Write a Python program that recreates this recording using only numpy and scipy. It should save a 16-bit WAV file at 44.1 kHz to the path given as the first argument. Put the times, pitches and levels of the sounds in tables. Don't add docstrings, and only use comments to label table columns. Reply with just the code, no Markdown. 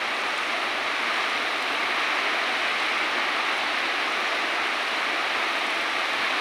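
import sys
import numpy as np
from scipy import signal
from scipy.fft import rfft, irfft
from scipy.io import wavfile
from scipy.ndimage import uniform_filter1d

SR = 44100
rng = np.random.default_rng(int(sys.argv[2]) if len(sys.argv) > 2 else 0)


def waveform_to_disk(signal):
    frames = np.transpose(np.atleast_2d(signal))
    scaled = np.clip(frames, -1, 1) * 32767
    samples = np.round(scaled).astype(np.int16)
    wavfile.write(sys.argv[1], SR, samples)


def elevation(decibels):
    levels = np.asarray(decibels, float)
    return 10 ** (levels / 20)


N = 282284

# (time [s], roar level [dB])
SHOWER = [(0, -29), (0.7, -29), (1.2, -27.6), (1.5, -28), (2.1, -26.8), (2.5, -27.5), (2.9, -27.2),
          (3.6, -27.4), (4.1, -27.9), (4.4, -27.5), (5.0, -28.2), (5.4, -27.5), (5.9, -28.4), (6.4, -26.5)]
# (frequency [Hz], level per Hz [dB])
ROAR_TONE = [(97, -53), (165, -35), (210, -14), (318, -6), (517, -8), (698, -1.5), (982, -5), (1230, 1),
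             (1400, -3.5), (2220, -0.5), (3400, -9), (3920, -9), (5000, -20.5), (6500, -44), (11000, -120)]
# (frequency [Hz], level per Hz [dB])
LEAF_TONE = [(2940, -32), (5000, -2.5), (5570, 0.0), (7430, -12), (9480, -9.5), (12700, -24.5),
             (15200, -19)][:-1] + [(15500, -18)]
# (frequency [Hz], level per Hz [dB])
RUMBLE_TONE = [(13, -41), (22, -8), (27, -14), (43, -12.5), (113, 5.5), (131, 1.5), (160, -4), (210, -36),
               (350, -120)]
# (time [s], peak level [dB], ring [Hz])
DROPS = [(0.3785, -31, 8100), (0.5516, -41, 8800), (1.0036, -45.5, 9420), (1.2974, -31, 7770),
         (1.3568, -39, 8680), (1.3843, -38.5, 9270), (1.5818, -35, 8290), (1.6247, -31, 8590),
         (1.9594, -41, 9840), (2.0043, -35, 8430), (2.8015, -32, 8510), (3.3603, -45, 8380),
         (3.3912, -36, 8950), (3.496, -41, 8700), (3.5773, -33, 9730), (3.6247, -44, 9340),
         (3.7863, -37, 9180), (4.1215, -33, 8050), (4.6708, -40.5, 8390), (4.8209, -40, 8190),
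         (5.1682, -41, 9590), (5.2165, -42, 7710), (5.4859, -42, 8580), (5.6665, -34, 9430),
         (5.7044, -33, 8620), (5.7458, -39, 9350), (5.8127, -37, 9220), (6.132, -34, 8970),
         (6.1599, -42, 8430), (6.2472, -39, 8770)]
# (time [s], peak level [dB])
SMACKS = [
    (0.3785, -34),
    (2.801, -39),
    (3.3618, -39),
    (5.666, -39),
    (5.7049, -37),
    (5.8127, -40),
    (6.133, -37),
    (6.3734, -39),
]
# (time [s], peak level [dB])
SPRAYS = [
    (0.4892, -52),
    (1.1846, -45),
    (1.3837, -51),
    (2.0651, -45),
    (3.3612, -43),
    (3.5762, -50),
    (4.1993, -47),
    (5.1676, -54),
    (5.7038, -51),
    (6.2461, -52),
]
# (time [s], peak level [dB], ring [Hz])
DRUMS = [
    (2.482, -25, 716),
    (2.559, -25, 704),
    (4.321, -25.5, 670),
    (4.419, -32, 746),
    (4.554, -24.5, 750),
    (4.855, -28, 678),
]

LOW_FOLLOWS, HISS_FOLLOWS = 0.32, 0.39
ROAR_TRIM_DB, HISS_DB, RUMBLE_DB = 2.0, -46.4, -64
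LOW_CUT_HZ, LOW_CUT_WIDTH_HZ, TOP_HZ = 165, 11, 15500


def level(x, db):
    return x * elevation(db) / np.sqrt(np.mean(x ** 2))


def colour(x, table):
    size = 2 ** 13
    hz, db = np.transpose(table)
    log_hz = np.log(np.fft.rfftfreq(size, 1 / SR) + 1)
    log_gain = np.interp(log_hz, np.log(hz), db) * np.log(10) / 20
    cepstrum = irfft(log_gain)
    cepstrum[1:size // 2] *= 2
    cepstrum[size // 2 + 1:] = 0
    response = irfft(np.exp(rfft(cepstrum)))
    return signal.fftconvolve(x, response)[:N]


def band(x, hz, width):
    b, a = signal.iirpeak(min(hz, 0.45 * SR), hz / width, fs=SR)
    return signal.lfilter(b, a, x)


def walk(rate):
    hold = int(SR / rate)
    steps = np.repeat(rng.standard_normal(N // hold + 1), hold)
    smooth = uniform_filter1d(uniform_filter1d(steps, hold), hold)
    return 1.5 * smooth[:N]


def impacts(rate, spread_db, t60):
    lands = rng.random(N) < rate / SR
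    size = elevation(spread_db * np.minimum(rng.exponential(size=N), 4))
    fade = np.exp(-2 * np.log(1000) / (t60 * SR))
    energy = signal.lfilter([1], [1, -fade], lands * size ** 2)
    return level(np.sqrt(energy) * rng.standard_normal(N), 0)


def patches(centres, rate, spread_db, cycles, swell_db, low_db=0):
    octave = np.log2(np.fft.rfftfreq(N, 1 / SR) + 1)
    out = 0
    for centre in centres:
        share = np.cos(np.pi / 2 * np.clip(octave - centre, -1, 1))
        splashes = impacts(rate, spread_db, cycles / 2 ** centre)
        patch = irfft(rfft(splashes) * share, N)
        gain_db = swell_db * walk(4) + low_db * (centre < 10)
        out = out + patch * elevation(gain_db)
    return out


def roar(low_db):
    far_drops = patches(range(6, 15), 7000, 0.62, 70, 0.3, low_db)
    return level(colour(far_drops, ROAR_TONE), 0)


def leaves():
    spray = patches(range(11, 15), 8000, 1.5, 150, 0.5)
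    patter = patches(np.arange(12.5, 15), 120, 2.5, 120, 1.5)
    bright = signal.lfilter([1, -0.3], [1], patter)
    return level(colour(spray + elevation(-9) * bright, LEAF_TONE), 0)


def rumble():
    return level(colour(rng.standard_normal(N), RUMBLE_TONE), RUMBLE_DB)


def ringing_drops(table, width, t60, trim_db):
    out = np.zeros(N + SR)
    t = np.arange(SR // 3) / SR
    noise = rng.standard_normal((len(table), len(t)))
    rise = 1 - np.exp(-t / (0.029 * t60))
    shape = rise * np.exp(-np.log(1000) * t / t60)
    for (s, db, hz), splash in zip(table, noise):
        start = int(s * SR)
        ring = band(band(splash, hz, width), hz, width)
        out[start:start + len(t)] += shape * level(ring, db + trim_db)
    return out[:N]


def leaf_ticks():
    return ringing_drops(DROPS, width=3200, t60=0.015, trim_db=-6.0)


def smacks():
    hits = [(s, db, 5500) for s, db in SMACKS]
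    return ringing_drops(hits, width=4500, t60=0.016, trim_db=-1.5)


def fine_sprays():
    bursts = [(s, db, 15000) for s, db in SPRAYS]
    return ringing_drops(bursts, width=2500, t60=0.025, trim_db=-5)


def leaf_drums():
    return ringing_drops(DRUMS, width=110, t60=0.4, trim_db=-6.5)


def scene():
    roar_db = np.interp(np.arange(N) / SR, *np.transpose(SHOWER))
    swell_db = roar_db - roar_db.mean()
    far = elevation(roar_db + ROAR_TRIM_DB) * roar((LOW_FOLLOWS - 1) * swell_db)
    hiss = elevation(HISS_DB + HISS_FOLLOWS * swell_db) * leaves()
    near = leaf_ticks() + smacks() + fine_sprays() + leaf_drums()
    return (far + hiss + rumble() + near)[None]


def roll_off(x):
    return signal.sosfilt(signal.butter(12, 15500, fs=SR, output="sos"), x)


def record(dry):
    b, a = signal.iirnotch(LOW_CUT_HZ, LOW_CUT_HZ / LOW_CUT_WIDTH_HZ, fs=SR)
    notched = signal.lfilter(b, a, dry)
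    below_top = np.fft.rfftfreq(N, 1 / SR) < TOP_HZ
    mix = irfft(rfft(notched) * below_top, N)
    return roll_off(mix)


dry = scene()
out = record(dry)
waveform_to_disk(out)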